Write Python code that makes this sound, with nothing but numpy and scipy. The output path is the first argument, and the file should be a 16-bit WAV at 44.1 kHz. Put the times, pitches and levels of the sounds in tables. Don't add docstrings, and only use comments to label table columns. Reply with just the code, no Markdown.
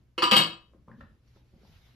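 import sys
import numpy as np
from scipy import signal
from scipy.fft import rfft, irfft
from scipy.io import wavfile
from scipy.ndimage import uniform_filter1d

SR = 44100
rng = np.random.default_rng(int(sys.argv[2]) if len(sys.argv) > 2 else 0)


def persist_wave(psi):
    counts = np.round(np.clip(psi, -1, 1) * 32767).astype(np.int16)
    wavfile.write(sys.argv[1], SR, np.atleast_2d(counts).T)


def voltage_ratio(level):
    return 10 ** (np.asarray(level, float) / 20)


N = 85995

# t/s, pot level/dB, lid level/dB, rim level/dB
BOUNCES = [(0.1788, -30, -49.5, -68), (0.1825, -29, -48, -70.5), (0.2217, -21, -40, -56),
           (0.226, -23.5, -41.5, -56), (.2337, -25, -28.5, -42.5), (.2390, -23.5, -32.5, -46.5),
           (0.312, -21, -20.5, -36), (0.3177, -22.5, -19, -44), (0.325, -23.5, -24.5, -39.5),
           (.3320, -23.5, -21.5, -37.5), (0.34, -33.5, -32.5, -57), (0.3583, -37.5, -22.5, -47.5),
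           (0.3651, -29, -15.5, -27.5), (0.37, -30.5, -19.5, -33), (0.376, -36, -27.5, -35),
           (0.39, -28, -28, -36), (.382, -38, -30.5, -45), (.400, -28.5, -24.5, -43),
           (0.413, -34.5, -35, -51)]
POT_HZ = [982, 1095, 1216, 1388, 1705, 2163, 2600, 2879, 2957, 3097, 3339, 4353, 4647, 4722]
LID_HZ = [1207, 2585, 2838, 2864, 2980, 3134, 3174, 3216, 3289, 3800, 4040, 4358, 4525, 4736]
RIM_HZ = [6411, 7422, 7480, 7650, 7715, 7850]
# level/dB, time to fall 60 dB/s, left over right/dB, left lead/rad
POT_MODES = [(-7, 0.33, -2.5, -1.5), (-11, .2, 6, 0.052), (1, 0.17, -3.5, -1.7), (-7.5, .13, 1, -1.1),
             (-14.5, 0.2, 1.5, -.3), (-10, 0.094, 5.5, -.2), (-4, .18, 5, 1.4), (-4.5, 0.22, -2.5, 0.17),
             (-12.5, .22, 9, 1.5), (-5, .15, 1, .7), (-10.5, 0.15, 4, 1.2), (-12, 0.27, 8, 0.56),
             (-11.5, .2, 10.5, -0.24), (-18.5, 0.39, 14.5, 1)]
LID_MODES = [(-12.5, 0.19, 5.5, 0.53), (-7, .26, 4, -0.61), (-10, 0.17, 0, .5), (-4.5, 0.2, -0.5, .4),
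             (-12, .26, 9.5, 1.1), (1.5, 0.15, 3, .9), (-4, 0.082, -2, 2.8), (-6.5, 0.14, 7.5, 1.1),
             (-13.5, .2, 0, 1.6), (-8, 0.33, 8, -2.4), (-13.5, 0.34, 9, 0.4), (-15, .26, 2, -0.99),
             (-16, 0.2, 7, 1.6), (-7, 0.51, 9.5, 2.6)]
RIM_MODES = [(-12.5, 0.1478, 0, -1), (-7, 0.1, -1, -3.5), (-4.5, 0.11, -1.006, -1.5),
             (6.5, 0.21, 1.2, -2.5), (-1, 0.11, 2, -2), (-8, 0.11, 2.8, 13.5)]
# f/Hz, level per Hz/dB
CRACK_COLOUR = [(250, -49), (600, -13), (1200, -4), (3100, -11), (5300, -22.5), (6000, -18.5),
                (8700, -11.5), (11500, -32)]
# t/s, level/dB, f/Hz
THUMPS = [(.180, -25.5, 502), (0.179, -25, 340), (.223, -27, 499), (0.229, -17.5, 335), (0.245, -35, 335),
          (0.317, -17.5, 501), (0.32, -17, 210), (0.36, -19.5, 335), (0.367, -24.5, 160),
          (0.369, -23.5, 223), (0.386, -27, 505), (.392, -24.5, 163.4), (.398, -26.5, 324.4),
          (0.181, -43, 170), (.225, -38, 130), (0.234, -39.5, 215), (.366, -30.5, 610), (.40, -28.5, 590),
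          (.425, -36.5, 225)]
# t/s, ring level/dB, thud level/dB, ring f/Hz, thud f/Hz
KNOCKS = [(0.734, -61, -54, 1086, 522.6), (0.746, -65.5, -49, 587, 302), (.779, -70.5, -55, 409, 126.9),
          (0.877, -59.5, -50, 1045, 488), (.882, -47.5, -44.5, 1044, 164.5),
          (0.902, -55.5, -47, 1043, 120.2), (0.915, -51, -49, 1717, 260), (.935, -60, -49.5, 574, 208),
          (.981, -70, -45.5, 330, 225.3), (0.989, -70, -47.5, 592, 95.3), (1.006, -43, -58, 1328, 388),
          (1.0079, -43, -53, 1784, 232), (1.009, -57.5, -42.5, 2860, 602), (1.019, -75, -49, 1860, 85.4),
          (1.0076, -64, -72, 3660, 774), (1.035, -59.5, -52.5, 1250, 216), (0.895, -60, -49, 1454, 513),
          (.922, -67, -62, 1950, 340), (1.012, -64, -72, 3875, 900), (1.024, -61, -64, 1517, 292),
          (1.277, -65, -81, 5800, 250), (1.361, -69, -53.5, 1285, 342), (1.37, -60.5, -61.5, 858, 128.4),
          (1.393, -84, -63.5, 902, 110), (1.53, -73, -52, 526, 357), (1.537, -67.5, -50, 733, 129),
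          (1.555, -72.5, -55.5, 893, 234), (1.579, -66, -68, 378, 109), (1.615, -64, -59, 450, 428.5),
          (1.632, -62.5, -56.5, 550, 200), (1.65, -65, -60, 862, 119), (1.695, -64.5, -52.5, 655, 110.7),
          (1.735, -72, -53.5, 800, 93), (1.762, -85, -60.5, 702, 89.4)]
# t/s, level/dB
SLEEVE_LEVEL = [(0, -92.5), (.9, -90.5), (0.999, -72.5), (1.199, -91), (1.265, -76), (1.28, -72),
                (1.329, -73.5), (1.37, -68), (1.44, -80), (1.58, -76), (1.651, -67), (1.74, -64.5),
                (1.862, -68), (1.95, -68.5)]
# f/Hz, level per Hz/dB
CLOTH_COLOUR = [(200, -17), (700, -8.5), (1300, -7.5), (4300, -5), (5800, -11), (8300, -24.5),
                (12500, -15.5), (15500, -31)]
# f/Hz, level per Hz/dB
AIR_COLOUR = [(8.8, -35), (15, -2), (70, -1.5), (567, -24.5), (715, -30), (1610, -32.5), (12300, -44),
              (15600, -50.5)]
# f/Hz, level/dB
HUM = [(62, -67.5), (120, -68.5)]
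# f/Hz, likeness (1 = equal)
LIKENESS = [(60, .96), (380, .7), (2000, .3), (15000, .4)]
# f/Hz, left lead/rad
LEFT_LEAD = [(100, 0), (5500, .3), (7400, -2.1), (9100, -3.6), (10600, -6.2), (13400, -6.9), (15200, -10)]
# f/Hz, time to fall 60 dB/s
ECHO_T60 = [(100, 0.38), (1000, 0.33), (5000, .28), (14000, 0.19)]
# f/Hz, level/dB
MIC_COLOUR = [(0, -12), (45, 0.5), (7800, -3.5), (8150, -8.5), (9500, -5), (9900, -3), (14300, -4.5),
              (15200, -5)]

SIDES = np.array([[.5], [-.5]])
TILT_DB = [[.6], [-.6]]


def evened(x):
    return x / np.sqrt(np.mean(x ** 2) + 1e-20)


def read(points, hz):
    f, value = np.transpose(points)
    return np.interp(np.log(hz + 1), np.log(f + 1), value)


def add(mix, s, sound):
    part = mix[..., round(s * SR):][..., :sound.shape[-1]]
    part += sound[..., :part.shape[-1]]


def clinks():
    out, grit, t = np.zeros((2, N)), np.zeros(N), np.arange(2000) / SR
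    glaze = crowd(9800, 14600, db=-12, t60=0.09, count=30)
    rim = np.vstack([np.column_stack([RIM_HZ, RIM_MODES]), glaze])
    pot_wall = crowd(400, 5700, db=-23, t60=0.19, count=36)
    pot = np.vstack([np.column_stack([POT_HZ, POT_MODES]), pot_wall])
    lid_wall = crowd(400, 5700, db=-23, t60=0.19, count=36)
    lid = np.vstack([np.column_stack([LID_HZ, LID_MODES]), lid_wall])
    crack_s = 0.014
    for s, pot_db, lid_db, rim_db in BOUNCES:
        add(out, s, ring(pot, pot_db))
        add(out, s, ring(lid, lid_db))
        add(out, s, ring(rim, rim_db))
        strength = np.hypot(voltage_ratio(pot_db), voltage_ratio(lid_db))
        add(grit, s, strength * np.exp(-t / crack_s) * rng.standard_normal(len(t)))
    return out + crack(grit)


def ring(modes, db):
    detune, spot_db, longest_t60_s, rise_s = .001, 3, .28, 0.00049
    quick_share, quick_factor, chatter = .5, 4, .4
    t, side = np.arange(SR // 4) / SR, SIDES[:, None]
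    hz, mode_db, t60, pan_db, lead = np.transpose(modes)[:, :, None]
    spot, sign, drift = rng.standard_normal((len(hz), 3, 1)).transpose(1, 0, 2)
    free = voltage_ratio(-60 * t / np.clip(t60, .01, longest_t60_s))
    fade = quick_share * free ** quick_factor + (1 - quick_share) * free
    steps = np.repeat(rng.standard_normal((len(hz), 50)), 256, axis=1)[:, :len(t)]
    fade = fade * uniform_filter1d(1 + chatter * steps, size=300, axis=1)
    level = np.sign(sign) * voltage_ratio(db + mode_db + spot_db * spot + side * pan_db) * fade
    tones = np.sin(2 * np.pi * hz * (1 + detune * drift) * t + side * lead)
    return (level * tones).sum(1) * np.minimum(t / rise_s, 1)


def crowd(lo_hz, hi_hz, db, t60, count):
    hz, draw = np.sort(rng.uniform(lo_hz, hi_hz, count)), rng.standard_normal((count, 4))
    level_db, fall_s = db + 3.2 * draw[:, 0], t60 * np.exp(0.22 * draw[:, 1])
    pan_db, lead = 0.5 + 5.8 * draw[:, 2], read(LEFT_LEAD, hz) + 0.69 * draw[:, 3]
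    return np.column_stack([hz, level_db, fall_s, pan_db, lead])


def crack(grit):
    hz = np.fft.rfftfreq(2048, 1 / SR)
    log_gain = np.log(voltage_ratio(np.maximum(read(CRACK_COLOUR, hz), -100)))
    circle = np.concatenate([log_gain, log_gain[-2:0:-1]])
    colour = np.fft.ifft(np.exp(signal.hilbert(circle).conj())).real[:1024]
    left = signal.oaconvolve(grit, voltage_ratio(-7) * colour / np.linalg.norm(colour))[:N]
    lag = np.exp(-1j * read(LEFT_LEAD, np.fft.rfftfreq(N, 1 / SR)))
    return np.array([left, 0.648 * irfft(rfft(left) * lag, N)])


def thumps():
    t60_s, rise_s = .075, .003
    out, t = np.zeros((2, N)), np.arange(SR // 4) / SR
    for s, db, hz in THUMPS:
        lead = SIDES * (hz / 700) ** 2 * rng.standard_normal()
        swell = voltage_ratio(db - 60 * t / t60_s) * (1 - np.exp(-t / rise_s))
        add(out, s, swell * np.sin(2 * np.pi * hz * t + lead))
    return out


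def knocks():
    ring_t60_s, thud_cycles, thud_spread = 0.033, 12.8, 0.32
    tick_db, rough, side_rings = -20, 0.416, 0.21
    out, t = np.zeros((2, N)), np.arange(SR // 5) / SR
    for s, ring_db, thud_db, hz, thud_hz in KNOCKS:
        spread, grit = rng.standard_normal((6, 1)), rng.standard_normal((2, len(t)))
        lead = SIDES * rng.standard_normal()
        neighbours = np.sin(2 * np.pi * hz * np.exp(0.09 * spread) * t).sum(0)
        tap = np.sin(2 * np.pi * hz * t + lead) + side_rings * neighbours
        tap = tap * (1 + rough * evened(uniform_filter1d(grit[0], size=120)))
        low_hz = thud_hz * np.exp(thud_spread * spread)
        thud = np.sin(2 * np.pi * thud_hz * t + .4 * lead)
        thud = thud + .3 * np.sin(2 * np.pi * (low_hz * t + rng.random((6, 1)))).sum(0)
        dull = signal.butter(4, min(2 * hz, 6000), fs=SR)
        tick = evened(signal.lfilter(*dull, grit[1])) * np.exp(-t / .012)
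        tap_and_tick = tap * voltage_ratio(-60 * t / ring_t60_s) + voltage_ratio(tick_db) * tick
        add(out, s, np.minimum(t / .002, 1) * voltage_ratio(ring_db) * tap_and_tick)
        thud_fade = voltage_ratio(thud_db - 60 * t * thud_hz / thud_cycles)
        add(out, s, np.minimum(t / 0.0025, 1) * thud * thud_fade)
    return out * voltage_ratio(TILT_DB)


def sleeve():
    s, db = np.transpose(SLEEVE_LEVEL)
    movement = voltage_ratio(np.interp(np.arange(N) / SR, s, db))
    return movement * hiss(CLOTH_COLOUR, patchy_db=2.5, swell_db=1.)


def hiss(colour, patchy_db, swell_db):
    frames, hz = N // 256 + 5, np.fft.rfftfreq(1024, 1 / SR)
    a, b, c, d, patches = rng.standard_normal((frames, 513, 5)).T
    patches = evened(uniform_filter1d(uniform_filter1d(patches, size=10, axis=0), size=8, axis=1))
    swell = evened(uniform_filter1d(rng.standard_normal(frames), size=12))
    same = np.clip(read(LIKENESS, hz), -1, 1)[:, None]
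    left, other = a + 1j * b, c + 1j * d
    right = same * left + np.sqrt(1 - same ** 2) * other
    right = right * np.exp(-1j * read(LEFT_LEAD, hz))[:, None]
    level = voltage_ratio(read(colour, hz)[:, None] + patchy_db * patches + swell_db * swell)
    noise = signal.istft(np.array([left, right]) * level, nperseg=1024, noverlap=768)[1]
    return evened(noise[:, :N])


def air():
    t, hum = np.arange(N) / SR, np.zeros(N)
    for hz, db in HUM:
        waver = evened(uniform_filter1d(rng.standard_normal(N), size=3000))
        hum += voltage_ratio(db + 2.8 * waver) * np.sin(2 * np.pi * hz * t)
    return voltage_ratio(-63.5) * hiss(AIR_COLOUR, patchy_db=1.3, swell_db=1.0) + hum * voltage_ratio(TILT_DB)


def kitchen(x):
    echoes = np.zeros((2, SR // 2))
    at = np.arange(200, SR // 2 - 20, 20)
    at = at + rng.integers(0, 20, (2, len(at)))
    np.put_along_axis(echoes, at, rng.choice([-1., 1.], at.shape), 1)
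    echoes = np.array([echoes[0], 0.79 * echoes[0] + .45 * echoes[1]])
    hz, t, bands = signal.stft(echoes, SR, nperseg=256)
    fade = voltage_ratio(-60 * t / read(ECHO_T60, hz)[:, None])
    tail = signal.istft(bands * fade, SR, nperseg=256)[1]
    return signal.fftconvolve(x, tail / np.linalg.norm(tail[0]), axes=1)[:, :N]


def scene():
    near = voltage_ratio(-1.5) * (clinks() + thumps()) + knocks()
    return near + voltage_ratio(-2.5) * kitchen(near) + sleeve() + air()


def top_cut(x):
    return signal.sosfilt(signal.butter(12, 15710, fs=SR, output="sos"), x)


def record(dry):
    hz, db = np.transpose(MIC_COLOUR)
    gain = voltage_ratio(np.interp(np.fft.rfftfreq(N, 1 / SR), hz, db))
    heard = irfft(rfft(dry) * gain, N)
    lowpass = signal.firwin(401, 15680, window=("kaiser", 8), fs=SR)
    mix = signal.oaconvolve(heard, lowpass[None], "same")
    return top_cut(mix)


dry = scene()
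out = record(dry)
persist_wave(out)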